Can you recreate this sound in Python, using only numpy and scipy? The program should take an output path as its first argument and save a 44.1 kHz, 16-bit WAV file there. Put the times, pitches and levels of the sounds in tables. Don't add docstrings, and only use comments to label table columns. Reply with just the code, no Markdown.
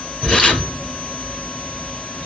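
import sys
import numpy as np
from scipy import signal
from scipy.fft import rfft, irfft
from scipy.io import wavfile
from scipy.ndimage import uniform_filter1d

SR = 44100
rng = np.random.default_rng(int(sys.argv[2]) if len(sys.argv) > 2 else 0)


def store_pcm(level_fs):
    pcm = np.round(np.clip(level_fs, -1, 1) * 32767).astype(np.int16)
    wavfile.write(sys.argv[1], SR, np.atleast_2d(pcm).T)


N = 99225
T = np.arange(N) / SR
HZ = np.fft.rfftfreq(N, 1 / SR)
START_S, TOP_S, STOP_S = .215, .408, .6
EDGE_HZ = 8500


def amp(db):
    return 10 ** (np.asarray(db) / 20)


def unit(x):
    return x / np.sqrt(np.mean(x ** 2) + 1e-20)


def level(points):
    return amp(np.interp(T, *np.transpose(points)))


def over_hz(points, column=1):
    rows = np.array(points, float)
    return np.interp(np.log(HZ + 1), np.log(rows[:, 0] + 1), rows[:, column])


def shape(x, gain):
    return irfft(rfft(x) * gain, N)


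def noise():
    return rng.standard_normal((2, N))


def drift(rate_hz):
    return unit(shape(rng.standard_normal(N), np.exp(-(HZ / rate_hz) ** 2)))


def sides(left_db):
    return amp([[left_db / 2], [-left_db / 2]])


def speed():
    return np.interp(T, [START_S, TOP_S, STOP_S], [0, 1, 0])


def gear_mesh(top_hz=1610, jitter=.0217, tilt_db_per_octave=1):
    tooth_hz = top_hz * speed()
    phase = 2 * np.pi * np.cumsum(tooth_hz * (1 + jitter * drift(320))) / SR
    return sum(amp(tilt_db_per_octave * np.log2(k)) * np.sin(k * phase) * (k * tooth_hz < EDGE_HZ)
               for k in range(1, 13))


def gears(hits_per_s=9000, spread_db=1.5, mesh_db=-18):
    # frequency in Hz, width in Hz, gain in dB.
    modes = [(250, 14, 7), (350, 22, 5), (465, 25, 3), (985, 40, 3), (1215, 25, 4), (1262, 10, 6),
             (1640, 30, 6), (1800, 30, 2), (2340, 35, 2), (2572, 25, 4), (2895, 55, 10), (3312, 35, 5),
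             (3608, 28, 8), (3920, 40, 11), (4180, 90, 2), (4750, 90, 4), (5122, 20, 9), (6880, 80, 3)]
    # frequency in Hz, gain in dB.
    colour = [(150, -4.5), (450, -2.5), (780, -9), (1000, -6.5), (1800, 0.5), (2200, -4.5), (3000, -1),
              (4700, -5.5), (5100, -8.5), (5800, -8.5), (6900, -7.5), (7500, -22.5), (8500, -57.5)]
    bands = [(180, 750), (750, 2500), (2500, 9000)]
    # time in seconds, then low, middle and high band level in dB.
    band_levels = [(.215, -43.5, -57, -51.5), (.25, -28.5, -34, -34.5), (.28, -26.5, -32, -35.5),
                   (.29, -28, -29.5, -27), (.334, -17.5, -21, -18.5), (.378, -22, -20, -17.5),
                   (.388, -26.5, -15, -14.5), (0.392, -28.5, -24, -25.5), (0.409, -34.5, -28, -20.5),
                   (.42, -30, -22.5, -23), (0.441, -28, -18.5, -12.5), (0.457, -28, -17.5, -13),
                   (0.506, -24.5, -18.5, -21.5), (0.523, -21, -27.5, -28), (.56, -34, -33, -33.5),
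                   (.62, -37, -41.5, -45)]
    whine = amp(mesh_db) * gear_mesh() * np.array([[1], [0]])
    strength = noise() * amp(spread_db * np.minimum(rng.exponential(1, (2, N)), 3))
    rattle = unit(strength * (rng.random((2, N)) < hits_per_s / SR))
    casing = 1 + sum(amp(db) / (1 + 2j * (HZ - hz) / width_hz) for hz, width_hz, db in modes)
    body = shape(ports(rattle + whine, left_db=2.5), casing * amp(over_hz(colour)))
    whirr = 0
    for column, (low_hz, high_hz) in enumerate(bands, 1):
        band = shape(body, (HZ >= low_hz) & (HZ < high_hz))
        rms = np.sqrt(abs(uniform_filter1d(band.mean(0) ** 2, size=700)) + 1e-12)
        whirr += band / rms * level(np.array(band_levels)[:, [0, column]])
    gate = np.interp(T, [START_S - .01, START_S, STOP_S + .0082, STOP_S + .19], [0, 1, 1, 0])
    return whirr * gate


def clinks(rise_s=.0023, grit_gain=.58, grit_half_width_hz=680):
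    # start in seconds, level in dB, pitch in Hz, T60 in seconds.
    strikes = [(.216, -34, 4330, 0.052), (.3972, 0, 4450, 0.021), (.4025, -10.5, 4426, 0.044),
               (.4245, -16, 2922, 0.096), (.4462, -16, 4870, 0.034), (.4525, -22, 4000, 0.094),
               (0.493, -13, 3880, 0.079), (0.514, -21, 1272, 0.21), (0.578, -22, 4340, 0.023),
               (0.784, -45, 6800, .12), (2.226, -37, 3720, 0.4)]
    rings = 0
    for start_s, db, hz, t60_s in strikes:
        t = np.maximum(T - start_s, 0)
        grit = unit(shape(noise(), 1 / (1 + ((HZ - hz) / grit_half_width_hz) ** 4)))
        envelope = np.minimum(t / rise_s, 1) * amp(db - 60 * t / t60_s)
        rings += envelope * (np.sin(2 * np.pi * hz * t) + grit_gain * grit)
    return rings * sides(2.1)


def frame_thuds(rise_s=.0079, ring_db=-8):
    # start in seconds, level in dB, pitch of the push in Hz.
    thuds = [(0.23, -18.5, 122), (0.245, -18.5, 159.3), (0.268, -14, 62), (0.317, -18, 102),
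             (0.478, -24.5, 99.3), (0.53, -14, 78.2), (0.591, -21, 76), (0.631, -27, 109),
             (0.699, -32, 78.5), (.752, -29, 108)]
    # frequency in Hz, relative level in dB, T60 in seconds.
    modes = [(68.4, 11, 1.0), (102.6, -7.5, .9), (119.5, -4.5, .6), (160.3, -16, 0.33), (249, -2, .9),
             (360, -2, .8)]
    push = 0
    for start_s, db, hz in thuds:
        t = np.maximum(T - start_s, 0)
        envelope = amp(db) * t / rise_s * np.exp(1 - t / rise_s)
        push -= envelope * np.sin(2 * np.pi * hz * t)
    response = sum(amp(db - 60 * T / t60_s) * np.sin(2 * np.pi * hz * T) for hz, db, t60_s in modes)
    ring = unit(signal.fftconvolve(push, response)[:N]) * np.std(push)
    return (push + amp(ring_db) * ring) * sides(.6)


def frame_rumble():
    # frequency in Hz, relative gain in dB.
    colour = [(30, -28), (55, -0.5), (100, 2), (170, 0), (205, -14), (250, -1.5), (300, -12), (360, -1.5),
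              (450, -24.5), (550, -27), (800, -25.5), (2000, -47.5)]
    # time in seconds, level in dB.
    swell = [(.21, -56), (.24, -31.5), (.34, -24), (.41, -36.5), (.5, -24), (.56, -21.5), (.64, -28.5),
             (.72, -34.5), (.81, -29.5), (.9, -40), (1.1, -42)]
    return unit(shape(ports(noise()), amp(over_hz(colour)) * (HZ < 2000))) * level(swell)


def whines():
    # centre and half length in seconds, level in dB, pitch in Hz, glide in Hz per second.
    swells = [(.16, 0.046, -44, 545, 4), (0.388, 0.055, -29.5, 1025, -1100), (0.813, 0.022, -31, 551, -4)]
    tones = 0
    for centre_s, half_s, db, hz, glide_hz_per_s in swells:
        t = T - centre_s
        envelope = amp(db) * np.exp(-(t / half_s) ** 2)
        tones += envelope * np.sin(2 * np.pi * (hz + glide_hz_per_s * t / 2) * t)
    return tones * sides(2)


def servo(switch_hz=6000, top_offset_hz=26.5, flutter=.05, right_lag_rad=2.67):
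    # time in seconds, left and right level in dB.
    load = [(0, -31, -44), (0.214, -32, -41), (.235, -19, -29.5), (.33, -19, -36), (.42, -27.5, -49),
            (.53, -26.5, -48), (.575, -29.5, -43), (.62, -25.5, -29.5), (0.759, -41, -36),
            (.85, -33.5, -43.5), (1.07, -30.5, -37.5), (1.4, -33, -37), (2.25, -35.5, -39.5)]
    beat_phase = 2 * np.pi * np.cumsum(top_offset_hz * speed()) / SR
    split = np.where(T < TOP_S, 1, np.clip(speed() * 10, 0, 1))
    beat = 1 - split + split * np.cos(beat_phase)
    envelope = np.sqrt(2) * beat * (1 + flutter * drift(30))
    phase = 2 * np.pi * switch_hz * T
    left = level(np.array(load)[:, [0, 1]]) * np.sin(phase)
    right = level(np.array(load)[:, [0, 2]]) * np.sin(phase - right_lag_rad)
    return envelope * np.array([left, right])


def pump(pitch_hz=273.3, waver=.00055, flutter=.053, right_lag_s=.00004):
    # harmonic number, level in dB.
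    harmonics = [(1, -46.5), (2, -53), (3, -59.5), (4, -40), (5, -58.5), (6, -49), (7, -61), (8, -60),
                 (9, -59), (10, -51), (11, -59.5), (13, -60.5), (23, -70)]
    cycles = np.cumsum(pitch_hz * (1 + waver * drift(9.7))) / SR
    phase = 2 * np.pi * (cycles - pitch_hz * np.array([[0], [right_lag_s]]))
    hum = sum(amp(db) * (1 + flutter * drift(6.1)) * np.sin(k * phase + 2 * np.pi * rng.random())
              for k, db in harmonics)
    return np.sqrt(2) * hum * sides(2.5)


def idle_motors():
    # pitch in Hz, rms waver in Hz, level in dB.
    tones = [(53.4, .6, -49.5), (655, 16.64, -52)]
    return sum(np.sqrt(2) * amp(db) * np.sin(2 * np.pi * np.cumsum(hz + waver_hz * drift(7)) / SR)
               for hz, waver_hz, db in tones)


def fans(air_db=-34.5):
    # frequency in Hz, relative gain in dB.
    colour = [(25, -22), (50, -1.5), (100, -4.5), (160, -1), (215, -1.5), (350, -8.5), (500, -9), (680, -7),
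              (800, -15), (950, -14), (1100, -13.5), (1400, -16.5), (1600, -12.5), (2000, -14.5),
              (3000, -13), (4300, -16.5), (5500, -14.5), (6500, -15.5), (7100, -19.5), (8000, -23),
              (8600, -46.5)]
    # drone centre in Hz, width in Hz, level in dB.
    drone_bands = [(170, 12, -47), (252.3, 16, -42), (546.7, 28, -44.5), (644, 26, -51)]
    air = shape(ports(enclosure(noise()), left_db=1.5), amp(over_hz(colour)))
    drones = sum(amp(db) * unit(shape(ports(noise()), 1 / (1 + (2 * (HZ - hz) / width_hz) ** 2)))
                 for hz, width_hz, db in drone_bands)
    return amp(air_db) * unit(air) + drones


def enclosure(x, t60_s=.19, tail_db=-5.5):
    tail = noise() * amp(-60 * T / t60_s) * (T > .004)
    tail /= np.linalg.norm(tail, axis=1, keepdims=True)
    return x + amp(tail_db) * signal.fftconvolve(x, tail, axes=1)[:, :N]


def ports(pair, left_db=0):
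    # frequency in Hz, unrelated part in dB, right lag in radians (scaled down below 300 Hz).
    spacing = [(100, -21, 0), (300, -14, .12), (600, -10.5, .25), (1500, -7, .05), (3000, -3, .15),
               (4000, -1.2, .3), (4900, -1, 1.2), (5900, -2.5, 2.9), (7500, -4.5, 3.1)]
    left, unrelated = rfft(pair)
    apart = np.minimum(amp(over_hz(spacing)), 1)
    lag_rad = over_hz(spacing, column=2) * np.minimum(HZ / 300, 1)
    right = (np.sqrt(1 - apart ** 2) * left + apart * unrelated) * np.exp(-1j * lag_rad)
    balance = sides(left_db) ** (HZ / (HZ + 500))
    return irfft(np.array([left, right]) * balance, N)


def scene():
    turret = gears() + enclosure(clinks()) + frame_thuds() + frame_rumble() + whines()
    return turret + servo() + pump() + idle_motors() + fans()


def record(dry):
    low_cut_hz, ceiling = 47, .92
    thin = shape(dry, 1 / np.sqrt(1 + (low_cut_hz / (HZ + 1)) ** 12))
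    rounded = thin / (1 + (thin / ceiling) ** 8) ** (1 / 8)
    low_pass = signal.firwin(511, EDGE_HZ, window=("kaiser", 9), fs=SR)
    return signal.oaconvolve(rounded, low_pass[None], "same")


dry = scene()
out = record(dry)
store_pcm(out)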